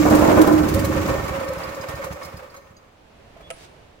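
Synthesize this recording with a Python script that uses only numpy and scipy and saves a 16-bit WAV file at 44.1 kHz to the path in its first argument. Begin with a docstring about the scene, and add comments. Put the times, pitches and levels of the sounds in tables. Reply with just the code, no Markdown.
"""In a storeroom, a plate compactor's small petrol engine is switched off and coasts to rest.
At first the plate hammers on its board and the shaken frame drones. Then single piston puffs, ticks
of the drive, clanks on the cover and hollow beats of the steel housing spread out and fade.
In the quiet that follows, a hand snaps a lever on the engine and slides over the tank."""
import sys
import numpy as np
from scipy import signal
from scipy.fft import rfft, irfft, next_fast_len
from scipy.io import wavfile
from scipy.ndimage import map_coordinates

SR = 44100
rng = np.random.default_rng(int(sys.argv[2]) if len(sys.argv) > 2 else 0)


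def generate_wav(sig):
    """Save sig (samples, or channels by samples) to the path in sys.argv[1] as 16-bit PCM at SR."""
    pcm = np.round(np.clip(np.atleast_2d(sig).T, -1, 1) * 32767).astype(np.int16)
    wavfile.write(sys.argv[1], SR, pcm)


N = 176400  # 4 seconds

# Levels are relative. A mode is a note that a part rings at; t60 is the time it takes to fade by 60 dB.
# the plate hits its board: t/s, level/dB
SLAM_HITS = [(.05, -8), (.108, -6), (.134, -11), (.219, -6.5), (.279, -9.5), (.305, -9), (.37, -5.5),
             (.388, -24), (.425, -23.5), (.472, -9), (1.073, -18.5), (1.14, -25)]
# ringing of plate and board: f/Hz, level/dB, t60/s
PLATE_MODES = [(193, 8.5, 0.04), (591.5, 8, 0.073), (676, -0.5, 0.11), (806, -2.5, 0.079), (990, -1, 0.029)]
# tone of the plate's slap: f/Hz, level/dB
SLAP_SPECTRUM = [(100, -10), (300, 11), (700, 4), (1400, -1.5), (3200, -32), (16000, -29)]
# the piston puffs: t/s, level/dB
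PISTON_STROKES = [(.714, -20), (0.752, -20), (.963, -14.5), (1.107, -17.5), (1.177, -19.5), (1.233, -21.5),
                  (1.305, -21.5), (1.384, -20.5), (1.488, -23.5), (1.569, -24.5), (1.675, -27.5),
                  (1.798, -29.5), (1.888, -27.5), (1.938, -24.5), (2.046, -28), (2.106, -24.5),
                  (2.252, -34), (2.34, -27), (2.707, -38.5)]
# tone of one puff: f/Hz, level/dB
PUFF_SPECTRUM = [(20, -37), (66, 2.5), (135, -3.5), (185, -0.5), (260, -35), (2000, -63)]
# drone of the shaking frame: t/s, level/dB
DRONE_LEVELS = [(0, -20.5), (.15, -19), (.34, -22), (.4, -14), (.45, -28.5), (.5, -12), (.62, -18),
                (.66, -27.5), (.97, -29.5), (1.25, -42), (2.2, -55), (2.7, -84)]
# the engine rocks its housing: t/s, level/dB
HOUSING_BEATS = [(.75, -18.5), (.833, -20), (.89, -25), (.961, -19), (1.021, -30), (1.089, -20),
                 (1.134, -20.5), (1.215, -30), (1.318, -23.5), (1.367, -21), (1.408, -25.5), (1.455, -23.5),
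                 (1.497, -22), (1.55, -30), (1.63, -29.5), (1.698, -34), (1.771, -28.5), (1.834, -28),
                 (1.908, -33.5), (1.987, -29), (2.064, -26), (2.155, -32), (2.2, -36), (2.269, -34.5),
                 (2.368, -41), (2.417, -36), (2.562, -42)]
# ringing of the housing: f/Hz, level/dB, t60/s
HOUSING_MODES = [(531.7, 0, 0.095), (559.2, -7, 0.12), (633, -16.5, 0.086)]
# noise of the slowing engine: t/s, rumble/dB, whirr/dB, hiss/dB
ENGINE_LEVELS = [(0, -22.5, -21, -34), (.45, -26.5, -24.5, -39), (.65, -20, -27, -44),
                 (1.1, -25.5, -25, -41), (1.5, -39, -29.5, -56.5), (2.05, -40, -33.5, -53),
                 (2.4, -46, -41.5, -63), (2.88, -54, -55, -77)]
# tone of the engine's rumble, gear whirr and hiss: f/Hz, level/dB
RUMBLE_SPECTRUM = [(25, -35), (66, -4), (95, -2.5), (125, -7.5), (180, -7.5), (400, -10.5), (1000, -47.5)]
WHIRR_SPECTRUM = [(200, -12), (420, -0.5), (820, -2), (1150, 1), (1700, -7.5), (2400, -9), (3200, -16.5),
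                  (10000, -28.5)]
HISS_SPECTRUM = [(1500, -22), (3000, -3.5), (7600, 3.5), (8500, -16), (11000, -10.5), (15000, -1)]
# the turning drive ticks: t/s, level/dB
DRIVE_TICKS = [(0.0977, -20.5), (0.1471, -17), (0.186, -23), (.207, -29), (0.412, -15), (0.4697, -22),
               (0.525, -25.5), (.577, -28), (.632, -32), (0.684, -20), (0.738, -18.5), (0.79, -21.5),
               (0.844, -18.5), (1.075, -27.5), (1.2394, -32.5), (1.278, -30), (1.398, -36), (1.441, -36),
               (1.483, -33), (1.5299, -34), (1.5816, -35), (1.635, -35.5), (1.6905, -38), (1.7469, -34.5),
               (1.812, -35.5), (1.885, -28), (1.952, -36), (2.0402, -28), (2.1243, -35), (2.23, -34.5),
               (2.248, -32), (2.368, -38), (2.4997, -49), (2.542, -43), (2.5644, -43), (2.767, -55)]
# tone of a tick: f/Hz, level/dB
TICK_SPECTRUM = [(700, 3), (3400, 1), (9500, 0), (14200, 1)]
# ringing of the clinking steel: f/Hz, level/dB, t60/s
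CLINK_MODES = [(4160, -5, 0.08), (4600, -5.5, 0.079), (5100, 1.5, 0.069), (6500, -1, 0.069)]
# loose parts hit the sheet-metal cover: t/s, level/dB
COVER_CLANKS = [(1.082, -25.5), (1.282, -27), (1.645, -34.5), (1.885, -33.5), (2.015, -33), (2.212, -35),
                (2.436, -47), (2.54, -42)]
# ringing of the cover: f/Hz, level/dB, t60/s
COVER_MODES = [(1030, -0.5, 0.17), (1116, 0.5, 0.3), (1178, -3, 0.21), (1284, 5, 0.084),
               (1527, -1.5, 0.089), (1820, -0.5, 0.3), (2180, -7, 0.31), (2290, 1, 0.062),
               (2720, -17, 0.043)]
# the lever snaps over: t/s, level/dB
LEVER_SNAPS = [(3.5025, -37.5), (3.509, -40.5)]
# ringing of the lever and its cover: f/Hz, level/dB, t60/s
LEVER_MODES = [(531, 6, 0.073), (661, 9.5, 0.06), (1287, -0.5, 0.086), (1990, -2, 0.043), (2800, 6, 0.05),
               (8800, -5, 0.11), (10040, -9, 0.2)]
# tone of the lever's crack: f/Hz, level/dB
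CRACK_SPECTRUM = [(300, -24), (700, -3), (1400, -2), (2800, 5.5), (3900, -12), (7200, -9), (8800, -3.5),
                  (12500, -26)]
# fingers touch the cover: t/s, level/dB
FINGER_TOUCHES = [(3.363, -50.5), (3.4, -47.5), (3.465, -53.5)]
# the palm slides on the tank: t/s, level/dB
SLIDE_LEVELS = [(3.52, -65), (3.6, -54.5), (3.65, -52), (3.71, -81)]
# tone of sliding skin: f/Hz, level/dB
SKIN_SPECTRUM = [(500, -6), (4000, 0), (9000, -9), (11000, -18)]
# background noise of the room: t/s, level/dB
ROOM_LEVELS = [(2.7, -58.5), (3.0, -54), (3.2, -51), (3.65, -49), (4, -53)]
# tone of that background: f/Hz, level/dB
ROOM_SPECTRUM = [(20, -7), (65, -2), (250, -10), (640, -8), (1300, -17.5), (2900, -21), (15500, -45.5)]
# how alike noise is at the two ears: f/Hz, likeness (1 or more means the same)
EAR_LIKENESS = [(130, 1.9), (290, 0.32), (640, 0.15), (1400, 0)]
# balance between the ears: f/Hz, left minus right/dB
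EAR_BALANCE = [(110, -3.5), (330, -4), (650, -2.5), (1290, -1.4), (2380, -3), (8120, 2), (15000, -1.5)]


def plate(ring_db=-7, slap_db=-11):
    """The plate slams on its board: both ring, and a rasping slap lasts into the next hit."""
    ring = rings(SLAM_HITS, PLATE_MODES, attack_s=0.0062, scatter_db=0.5, detune=0.0087, spread=0.49)
    slap = bursts(SLAM_HITS, attack_s=0.0046, hold_s=0.01, t60=0.15) * noise(SLAP_SPECTRUM, grain_db=2.5)
    return reverb(amp(ring_db) * ring + amp(slap_db) * slap, wet_db=1.5)


def piston(puff_db=-1, slam_db=-10, stretch=0.13, echo_s=0.0284, echo_db=-11):
    """Each piston stroke and each slam pushes out one low puff; a wall sends it back."""
    size = 2 ** 14
    # turn the puff's tone into one pulse with its energy at the start (minimum phase)
    cepstrum = irfft(np.log(amp(along(PUFF_SPECTRUM, np.fft.rfftfreq(size, 1 / SR)))))
    puff = irfft(np.exp(rfft(2 * cepstrum[:size // 2], size)))
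    puff /= np.abs(puff).max()
    out = np.zeros((2, N))
    for events, gain_db in (PISTON_STROKES, puff_db), (SLAM_HITS, slam_db):
        for s, db in events:
            speed = np.exp(stretch * rng.standard_normal())  # no two puffs are equally long
            push = -amp(db + gain_db) * map_coordinates(puff, [np.arange(size) * speed])
            add(out, s, push)
            add(out, s + echo_s, amp(echo_db) * push)
    return reverb(out, wet_db=-31)


def frame(note_hz=307.3, drift_hz=4.15, spread=0.5, pan_db=1.5):
    """The shaken frame drones on one slightly unsteady note."""
    level, = curves(DRONE_LEVELS)
    phase = 2 * np.pi * np.cumsum(note_hz + drift_hz * wobble(30.04)) / SR
    ears = np.array([[1], [-1]])  # left, right
    loudness = amp(level + 4.07 * wobble(70) - pan_db * ears)
    return loudness * np.sqrt(2) * np.sin(phase + spread * ears)


def housing(ring_db=18):
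    """Each time the engine rocks, its steel housing swells into one round, hollow beat."""
    beats = rings(HOUSING_BEATS, HOUSING_MODES, attack_s=0.041, scatter_db=0.5, detune=0.017, spread=0.29)
    return reverb(amp(ring_db) * beats, wet_db=-14)


def engine(rumble_db=-2, whirr_db=-6.5, hiss_db=-2, hum_db=-9):
    """Rumble, gear whirr, hiss and a hum at the housing's notes all sink as the engine slows."""
    def housing_peaks(f):
        return sum(amp(db / 2) / (1 + ((f - hz) * t60 / 2) ** 2) for hz, db, t60 in HOUSING_MODES)

    bass, gears, treble = curves(ENGINE_LEVELS)
    t = np.arange(N) / SR
    thinning_db = np.interp(t, [1, 1.9], [0, -6])
    rumble = amp(bass + rumble_db + thinning_db) * noise(RUMBLE_SPECTRUM)
    whirr = amp(gears + whirr_db + 2.1 * wobble(59.14)) * noise(WHIRR_SPECTRUM)
    hum = amp(gears + hum_db) * unit(filtered(noise(WHIRR_SPECTRUM), housing_peaks))
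    hiss = amp(treble + hiss_db + wobble(90)) * noise(HISS_SPECTRUM, grain_db=3)
    stopped_s = np.maximum(t - ENGINE_LEVELS[-1][0], 0)
    return amp(-60 * stopped_s) * (rumble + whirr + hum + hiss)


def drive(tick_db=-11, clink_db=-27, clink_growth=0.45):
    """The slowing drive gives short, gritty ticks; the softer ones are more of a steel clink."""
    ticks = bursts(DRIVE_TICKS, attack_s=0.0045, hold_s=0.0042, t60=0.07)
    grit = amp(tick_db) * ticks * noise(TICK_SPECTRUM, grain_db=-0.5)
    hits = [(s, clink_growth * db + clink_db) for s, db in DRIVE_TICKS]
    clink = rings(hits, CLINK_MODES, attack_s=0.0002, scatter_db=5, detune=0.0207, spread=1)
    return reverb(grit + amp(-3.5) * clink, wet_db=-9)


def cover(tap_db=-9, scuff_db=-3, tap_count=150):
    """Loose parts tap the cover at random while the engine turns; a few clank with a gritty scuff."""
    run_s, _, whirr_db, _ = np.transpose(ENGINE_LEVELS)
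    times = (np.arange(tap_count) + rng.random(tap_count)) / tap_count * run_s[-1]
    taps = list(zip(times, np.interp(times, run_s, whirr_db) + tap_db))
    ring = rings(COVER_CLANKS + taps, COVER_MODES,
                 attack_s=0.0022, scatter_db=2.5, detune=0.0024, spread=0.81)
    scuffs = bursts(COVER_CLANKS, attack_s=0.013, hold_s=0.0021, t60=0.017)
    return amp(-5.5) * ring + amp(scuff_db) * scuffs * noise(WHIRR_SPECTRUM, grain_db=0.5)


def hand(crack_db=7):
    """Soft touches make the cover ring low, the lever snaps over and the palm slides on the tank."""
    ring = sum(rings(hits, modes, attack_s=0.0029, scatter_db=4, detune=0.0054, spread=0.44)
               for hits, modes in [(LEVER_SNAPS, LEVER_MODES), (FINGER_TOUCHES, LEVER_MODES[:2])])
    snaps = bursts(LEVER_SNAPS, attack_s=0.00099, hold_s=0.001, t60=0.018)
    crack = amp(crack_db) * snaps * noise(CRACK_SPECTRUM)
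    slide_db, = curves(SLIDE_LEVELS)
    started = np.arange(N) > SLIDE_LEVELS[0][0] * SR
    slide = amp(slide_db) * started * noise(SKIN_SPECTRUM)
    return reverb(ring + crack, wet_db=-11) + slide


def fingers(rustle_db=-2, squeak_hz=3420, squeak_at_s=3.42, squeak_db=-50):
    """The fingers rustle on the cover, and the lever squeaks faintly before it snaps."""
    touches = bursts(FINGER_TOUCHES, attack_s=0.0092, hold_s=0.0048, t60=0.11)
    rustle = amp(rustle_db) * touches * noise(WHIRR_SPECTRUM)
    swell = bursts([(squeak_at_s, squeak_db)], attack_s=0.022, hold_s=0.034, t60=0.08)
    squeak = swell * np.sin(2 * np.pi * np.cumsum(squeak_hz + 40 * wobble(250)) / SR)
    return rustle + squeak


def room_noise():
    """A faint, low rush fills the storeroom."""
    level, = curves(ROOM_LEVELS)
    return amp(level) * noise(ROOM_SPECTRUM)


def reverb(x, wet_db, t60=0.83):
    """Add the storeroom's short echo, a tail of fading noise."""
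    hz, t, spectra = signal.stft(rng.standard_normal((2, SR // 2)), SR, nperseg=256)
    spectra = np.where(hz[:, None] < 300, spectra[0], spectra)  # both ears get the same bass
    tail = signal.istft(spectra * amp(-60 * t / t60), SR, nperseg=256)[1]
    return x + amp(wet_db) * signal.fftconvolve(x, tail / np.linalg.norm(tail[0]), axes=1)[:, :N]


def rings(events, modes, attack_s, scatter_db, detune, spread):
    """Each blow rings the modes a little differently; spread shifts the waves between the ears."""
    out, t = np.zeros((2, N)), np.arange(SR // 4) / SR
    hz, level, t60 = np.transpose(modes)[:, :, None]
    fade = amp(level - 60 * t / t60) * (1 - np.exp(-t / attack_s))
    for s, db in events:
        size, tune, ear, start = rng.standard_normal((4, len(modes), 1))
        phase = 2 * np.pi * (hz * (1 + detune * tune) * t + start)
        loudness = amp(db + scatter_db * size) * fade
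        pair = [np.sum(loudness * np.sin(phase + side * spread * ear), 0) for side in (-1, 1)]
        add(out, s, np.array(pair))
    return out


def bursts(events, attack_s, hold_s, t60):
    """A loudness curve that rises, holds and dies away at every event."""
    power, t = np.zeros(N), np.arange(SR // 3) / SR
    shape = np.minimum(t / attack_s, 1) * amp(-60 * np.maximum(t - attack_s - hold_s, 0) / t60)
    for s, db in events:
        add(power, s, (amp(db) * shape) ** 2)
    return np.sqrt(power)


def noise(spectrum, grain_db=0):
    """Stereo noise with the given tone; grain_db clumps it into millisecond grains."""
    def response(hz):
        width = np.arccos(np.clip(along(EAR_LIKENESS, hz), -1, 1)) / 2
        return amp(along(spectrum, hz)) * [np.cos(width), np.sin(width)]

    pair = rng.standard_normal((2, N)) * amp(grain_db * wobble(900))
    mid, side = filtered(pair, response)
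    return np.array([mid + side, mid - side]) / mid.std()


def filtered(x, response):
    """Multiply each frequency in x by response(hz)."""
    size = next_fast_len(N + SR // 4)
    return irfft(rfft(x, size) * response(np.fft.rfftfreq(size, 1 / SR)), size)[..., :N]


def wobble(rate):
    """A smooth curve through rate random points a second."""
    return map_coordinates(rng.standard_normal(4096), [np.arange(N) * rate / SR], mode="wrap")


def curves(rows):
    """Turn each column after the time into one value per sample."""
    s, *columns = np.transpose(rows)
    return [np.interp(np.arange(N) / SR, s, column) for column in columns]


def along(points, hz):
    """Read a table at hz, on a log frequency scale."""
    f, values = np.transpose(points)
    return np.interp(np.log(hz + 1), np.log(f + 1), values)


def add(track, s, sound):
    """Mix a sound in at s seconds."""
    i = max(0, round(s * SR))
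    track[..., i:i + sound.shape[-1]] += sound[..., :N - i]


def amp(db):
    """Turn decibels into a gain."""
    return 10 ** (np.asarray(db) / 20)


def unit(x):
    """Scale to an average (rms) level of 1."""
    return x / np.sqrt(np.mean(x ** 2) + 1e-20)


def scene(left_lead_s=0.0001):
    """Mix machine, hand and room: mostly a little louder on the right, a touch earlier on the left."""
    machine = engine() + frame() + plate() + piston() + drive() + housing() + cover()
    sound = machine + hand() + fingers() + room_noise()
    half = np.array([[.5], [-.5]])  # each ear takes half of the difference

    def placement(hz):
        return amp(along(EAR_BALANCE, hz) * half) * np.exp(2j * np.pi * hz * left_lead_s * half)

    return filtered(sound, placement)


def record(dry, top_hz=15850):
    """Clip the sound at full scale and keep nothing above top_hz."""
    return filtered(np.clip(dry, -1, 1), lambda hz: hz < top_hz)


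dry = scene()
out = record(dry)
generate_wav(out)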